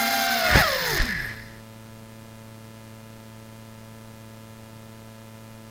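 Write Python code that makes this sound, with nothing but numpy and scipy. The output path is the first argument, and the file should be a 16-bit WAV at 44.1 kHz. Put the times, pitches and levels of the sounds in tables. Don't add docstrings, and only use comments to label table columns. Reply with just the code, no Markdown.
import sys
import numpy as np
from scipy import signal
from scipy.fft import rfft, irfft
from scipy.io import wavfile
from scipy.ndimage import uniform_filter1d

SR = 44100
rng = np.random.default_rng(int(sys.argv[2]) if len(sys.argv) > 2 else 0)


def file_out(sig):
    cols = np.atleast_2d(sig).T
    lim = np.clip(cols, -1, 1)
    pcm = np.round(lim * 32767).astype(np.int16)
    wavfile.write(sys.argv[1], SR, pcm)


N = 251370

# (time [s], pole tone = 3 x shaft [Hz], pole tone level [dB], its 2nd multiple [dB],
# shaft throb [dB])
MOTORS = [
    [(0.0, 704.7, -39, -34.5, -39), (0.35, 706, -59, -41.5, -48), (0.54, 715, -39.5, -41, -57),
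     (0.6, 647.4, -30, -34, -55), (0.71, 625, -35.5, -42, -54), (0.8, 528.4, -37, -45, -46),
     (0.88, 484, -34.5, -38.5, -41), (0.96, 400, -37, -41.5, -36), (1.0, 326.9, -46.5, -59, -59),
     (1.1, 211, -34.5, -50, -50), (1.2, 128.9, -40.5, -71, -39), (1.36, 99.2, -53, -65, -61)],
    [(0.0, 689.5, -32.5, -35.5, -36), (0.24, 683.7, -32.5, -45, -43), (0.33, 700.3, -32, -47, -35.5),
     (0.45, 659, -27, -36, -46.5), (0.54, 588, -36.5, -35, -37.5), (0.572, 531, -23.5, -45, -38),
     (0.62, 560.5, -57, -47, -32.5)],
    [(0.0, 797, -30.5, -37.5, -46), (0.2, 786.3, -30.5, -37, -41), (0.33, 770, -32.5, -29, -44),
     (0.42, 728, -33.5, -37.5, -47), (0.48, 718, -31, -29, -48), (0.54, 706.3, -32.5, -28.5, -46),
     (0.575, 876.4, -26, -28, -33), (0.6, 821, -26.5, -29, -42), (0.635, 679.7, -30.5, -24.5, -54),
     (0.7, 553.6, -34, -34.5, -51), (0.75, 525, -28, -44, -53), (0.81, 480, -50, -43, -56),
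     (0.95, 363, -36.5, -46, -56), (1.0, 290, -46, -43, -60), (1.05, 229.8, -34, -55, -50),
     (1.12, 202.3, -55, -62, -49)],
]
THIRD_MULTIPLE_DB = [3.5, -4, -8]
# (shaft order [turns], level [dB])
SIDE_ORDERS = [(2, -19), (5, -22), (7, -20), (12, -12), (15, -12), (18, -17), (21, -18)]
# (frequency [Hz], width [Hz], relative level [dB])
ARM_MODES = [(1713, 79, 6), (1823, 40, 2.5), (1893, 100, -1), (2001, 59, 2.5)]
# (time [s], level [dB])
ARM_RUMBLE = [(0.0, -37), (0.38, -44), (0.5, -25), (0.59, -20.5), (0.66, -30), (0.95, -30), (0.99, -25),
              (1.036, -37.5), (1.1, -28), (1.25, -33.5), (1.45, -47), (1.62, -55)]
# (frequency [Hz], width [Hz], relative level [dB])
HOUSING_MODES = [(3610, 150, -3), (4120, 390, -4.5), (4630, 590, -10), (4960, 204, -7)]
# (frequency [Hz], width [Hz], level against the housing [dB])
BRACE = [(5227, 130, -6.5)]
# (frequency [Hz], relative density [dB per Hz])
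WASH_SPECTRUM = [(150, -16.5), (250, -16), (313, -16.5), (614, -7.5), (692, -5), (867, -8.5), (1560, -3),
                 (8180, -24.5), (14500, -32), (15500, -49)]
# (frequency [Hz], relative density [dB per Hz])
BUFFET_SPECTRUM = [(10, -28), (30, 1), (60, -3), (120, -4.5), (250, -11), (400, -10.5), (700, -46)]
# (time [s], level [dB])
DRAUGHT = [(0.0, -76), (0.33, -62), (0.41, -49), (0.7, -47), (0.78, -50), (0.93, -42), (1.2, -43.5),
           (1.45, -50.5), (1.62, -55)]
# (start [s], length [s], level [dB])
RATTLE_BOUTS = [(0.0, .042, -35), (0.049, 0.048, -35), (0.102, 0.17, -36), (0.297, 0.12, -40),
                (0.438, 0.088, -41), (0.554, 0.033, -41), (0.582, 0.043, -34.5), (.68, 0.064, -41.5),
                (0.853, .068, -37), (0.923, .058, -39.5)]
# (frequency [Hz], width [Hz], relative level [dB])
LOOSE_PART = [(6440, 320, 7), (7200, 530, -2.5), (9170, 830, -7), (10650, 770, -5), (11970, 1100, 0.5),
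              (13000, 730, -14)]
# (frequency [Hz], width [Hz], relative level [dB])
RIM_MODES = [(8700, 200, -3), (11600, 310, -6), (12450, 440, -2)]
# (time [s], level [dB])
COASTING = [(1.0, -62), (1.1, -51), (1.17, -60), (1.22, -48.5), (1.33, -58), (1.5, -72)]
# (time [s], blow on the loose part [dB], blow on the frame [dB])
TICKS = [(0.9784, -20.5, -30), (1.0006, -36, -22.5), (1.0204, -35, -20.5), (1.0274, -28, -42),
         (1.055, -25.5, -32), (1.067, -38, -39), (1.08, -38, -44), (1.0895, -35, -48), (1.1082, -35, -38)]
# (time [s], peak level [dB], width [s], push 1 or pull -1 [sign])
THUMPS = [(.522, -21, .005, 1), (.5305, -21, .004, -1), (.5565, -8, .0036, 1), (.5582, -10, .0008, 1),
          (.5712, -10, .0022, 1), (.5795, -15, .003, -1), (.613, -21, .004, 1), (1.001, -23, .004, -1),
          (1.013, -14, .009, 1), (1.033, -22, .006, -1)]
# (time [s], build-up [s], dying [s], strength [dB])
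SHOCKS = [(.565, .04, 0.038, -0.5), (1.005, 0.055, 0.034, -13)]
# (frequency [Hz], relative density [dB per Hz])
HISS_SPECTRUM = [(5, 6), (20, -3), (100, 5.5), (250, -1), (1000, -7.5), (4000, -15), (14000, -18),
                 (16500, -21.5)]

GROUND_S, CUT_S = .45, .983
SHOCK_TREMBLE = 0.023
GROUND_FLUTTER = 1.3
HOUSING_DB, HOUSING_CUT_DB, HOUSING_COAST_DB_PER_S = -32, -4, -43.5
WASH_DB, WASH_DB_PER_DECADE = -32.5, 17
HOUSING_SHOCK_DB, WASH_SHOCK_DB, BUFFET_SHOCK_DB = -38.5, -22.5, -24.5
RATTLE_REST_DB, RATTLE_EDGE_S = -47, 0.013
WHISTLE_HZ, WHISTLE_DB = 14789, -39
BURST_EVERY_S, BURST_FIRST_S, BURST_LONG_S = .009, .00614, .00265
COUPLING_S = 0.0013
SENSOR_CYCLE_HZ, SENSOR_THROB = 30.7, 0.11
BURST_DB, SENSOR_HUM_DB, HISS_DB = -35, -63, -51.5
BAND_LIMIT_HZ = 16300


def motor(rows, third_db):
    gate, hz, pole_db, second_db, shaft_db = curves(rows)
    tremble = (.004 + SHOCK_TREMBLE * shocks()) * wander(hz=30)
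    turns = np.cumsum(hz / 3 * (1 + tremble)) / SR
    slowing_db = 40 * np.log10(np.minimum(hz / 790, 1))
    orders = [(1, shaft_db), (3, pole_db), (6, second_db), (9, second_db + third_db + slowing_db)]
    orders += [(order, pole_db + db + slowing_db) for order, db in SIDE_ORDERS]
    rough = 1 + (GROUND_FLUTTER - 1) * grounded()
    whine = np.zeros(N)
    for order, db in orders:
        flutter_db = (1.4 + .2 * order * rough) * wander(hz=35)
        whine += amp(db + flutter_db) * np.cos(2 * np.pi * (order * turns + rng.random()))
    return np.sqrt(2) * gate * whine


def spinning():
    gate, arms_db = curves(ARM_RUMBLE)
    grit = rng.standard_normal((2, N)) * amp(2.2 * wander(hz=110))
    arms = evened(ring(ring(grit[0], ARM_MODES), [(1850, 700, 0)]))
    housing = evened(ring(ring(grit[1], HOUSING_MODES), [(4600, 2500, 0)]))
    brace_db = BRACE[0][2]
    housing = housing + grounded() * amp(brace_db) * evened(ring(ring(grit[0], BRACE), BRACE))
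    coasting_s = np.maximum(np.arange(N) / SR - CUT_S, 0)
    housing_db = HOUSING_DB + HOUSING_CUT_DB * (1 - powered()) + HOUSING_COAST_DB_PER_S * coasting_s
    housing_gain = amp(housing_db) + amp(HOUSING_SHOCK_DB) * shocks()

    turning, hz = curves(MOTORS[0])[:2]
    wash_db = WASH_DB + WASH_DB_PER_DECADE * np.log10(hz / hz[0])
    wash_gain = turning * amp(wash_db) + amp(WASH_SHOCK_DB) * shocks()
    wash = noise(WASH_SPECTRUM) * amp(1.0 * wander(hz=122))
    buffet_gain = amp(curves(DRAUGHT)[1]) + amp(BUFFET_SHOCK_DB) * shocks()
    buffet = noise(BUFFET_SPECTRUM)
    return gate * (amp(arms_db) * arms + housing_gain * housing + wash_gain * wash + buffet_gain * buffet)


def rattle():
    t = np.arange(N) / SR
    rate_hz = curves(MOTORS[0])[1] / (1 + 2 * (t < CUT_S))
    turns = np.cumsum(rate_hz) / SR
    size = amp(2.0 * rng.standard_normal(N))[turns.astype(int)]
    size = size * amp(1.0 * wander(hz=14))
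    since_s = (turns % 1) / rate_hz
    chatter = size * (0.039 + np.exp(-since_s / 0.0016)) * rng.standard_normal(N)

    bouts = sum(amp(db) * ((t > s) & (t < s + length)) for s, length, db in RATTLE_BOUTS)
    soft_bouts = uniform_filter1d(bouts, max(round(RATTLE_EDGE_S * SR), 1))
    level = np.maximum(soft_bouts, amp(RATTLE_REST_DB) * powered())
    loose_part = evened(ring(ring(chatter, LOOSE_PART), [(10600, 8300, 0)]))
    gate, coasting_db = curves(COASTING)
    rim = evened(ring(ring(chatter, RIM_MODES), [(11000, 5000, 0)]))
    return level * loose_part + gate * amp(coasting_db) * rim


def ticks():
    s, part_db, frame_db = np.transpose(TICKS)
    blows = np.zeros((2, N))
    blows[:, np.round(s * SR).astype(int)] = amp([part_db, frame_db])
    decay = np.exp(-1 / (0.00083 * SR))
    burst = rng.standard_normal((2, N)) * signal.lfilter([1], [1, -decay], blows)
    return 2.0 * ring(burst[0], LOOSE_PART) + 3.9 * ring(burst[1], [(4040, 950, 0)])


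def thumps():
    t = np.arange(N) / SR
    out = np.zeros(N)
    for s, db, width, direction in THUMPS:
        u = ((t - s) / width) ** 2
        out += direction * amp(db) * (1 - 2 * u) * np.exp(-u)
    return out


def whistle():
    wavering = 1 + .35 * wander(hz=60)
    return powered() * amp(WHISTLE_DB) * wavering * np.sin(2 * np.pi * WHISTLE_HZ * np.arange(N) / SR)


def circuit():
    t = np.arange(N) / SR
    since = (t - BURST_FIRST_S) % BURST_EVERY_S
    square = np.clip(np.minimum(since, BURST_LONG_S - since) * SR / 2 + .5, 0, 1)
    cycle = np.sin(2 * np.pi * SENSOR_CYCLE_HZ * t)
    keep = np.exp(-1 / (COUPLING_S * SR))
    buzz = amp(BURST_DB) * signal.lfilter([1, -1], [1, -keep], square * (1 + SENSOR_THROB * cycle))
    return buzz + amp(SENSOR_HUM_DB) * cycle + amp(HISS_DB) * noise(HISS_SPECTRUM)


def shocks():
    t = np.arange(N) / SR
    return sum(amp(db) * np.exp(-np.maximum((s - t) / rise, (t - s) / fall)) for s, rise, fall, db in SHOCKS)


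def powered():
    return np.clip((CUT_S - np.arange(N) / SR) * 200, 0, 1)


def grounded():
    return np.clip((np.arange(N) / SR - GROUND_S) * 30, 0, 1)


def curves(rows):
    s, *columns = np.transpose(rows)
    t = np.arange(N) / SR
    opening = (t - s[0]) * 100 + (s[0] < .01)
    gate = np.clip(np.minimum(opening, (s[-1] - t) * 100), 0, 1)
    return gate, *(np.interp(t, s, column) for column in columns)


def ring(x, modes):
    return sum(amp(db) * signal.lfilter(*signal.iirpeak(hz, hz / width, SR), x) for hz, width, db in modes)


def noise(points):
    f, db = np.transpose(points)
    hz = np.fft.rfftfreq(N, 1 / SR)
    shape = amp(np.interp(np.log(hz + 1), np.log(f + 1), db))
    return evened(irfft(rfft(rng.standard_normal(N)) * shape, N))


def wander(hz):
    return noise([(1, 0), (hz, 0), (2 * hz, -40)])


def evened(x):
    return x / np.sqrt(np.mean(x ** 2) + 1e-20)


def amp(db):
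    return 10 ** (np.asarray(db) / 20)


def scene():
    motors = sum(motor(rows, db) for rows, db in zip(MOTORS, THIRD_MULTIPLE_DB))
    machine = motors + spinning() + rattle() + ticks() + thumps() + whistle()
    loud_db = 10 * np.log10(abs(uniform_filter1d(machine ** 2, size=8000)) + 1e-12)
    sink_db = -1.3 * np.maximum(loud_db + 31, 0)
    return (machine + amp(sink_db) * circuit())[None]


def record(dry):
    low_pass = signal.firwin(511, BAND_LIMIT_HZ, window=("kaiser", 9), fs=SR)
    return signal.oaconvolve(dry, low_pass[None], "same")


dry = scene()
out = record(dry)
file_out(out)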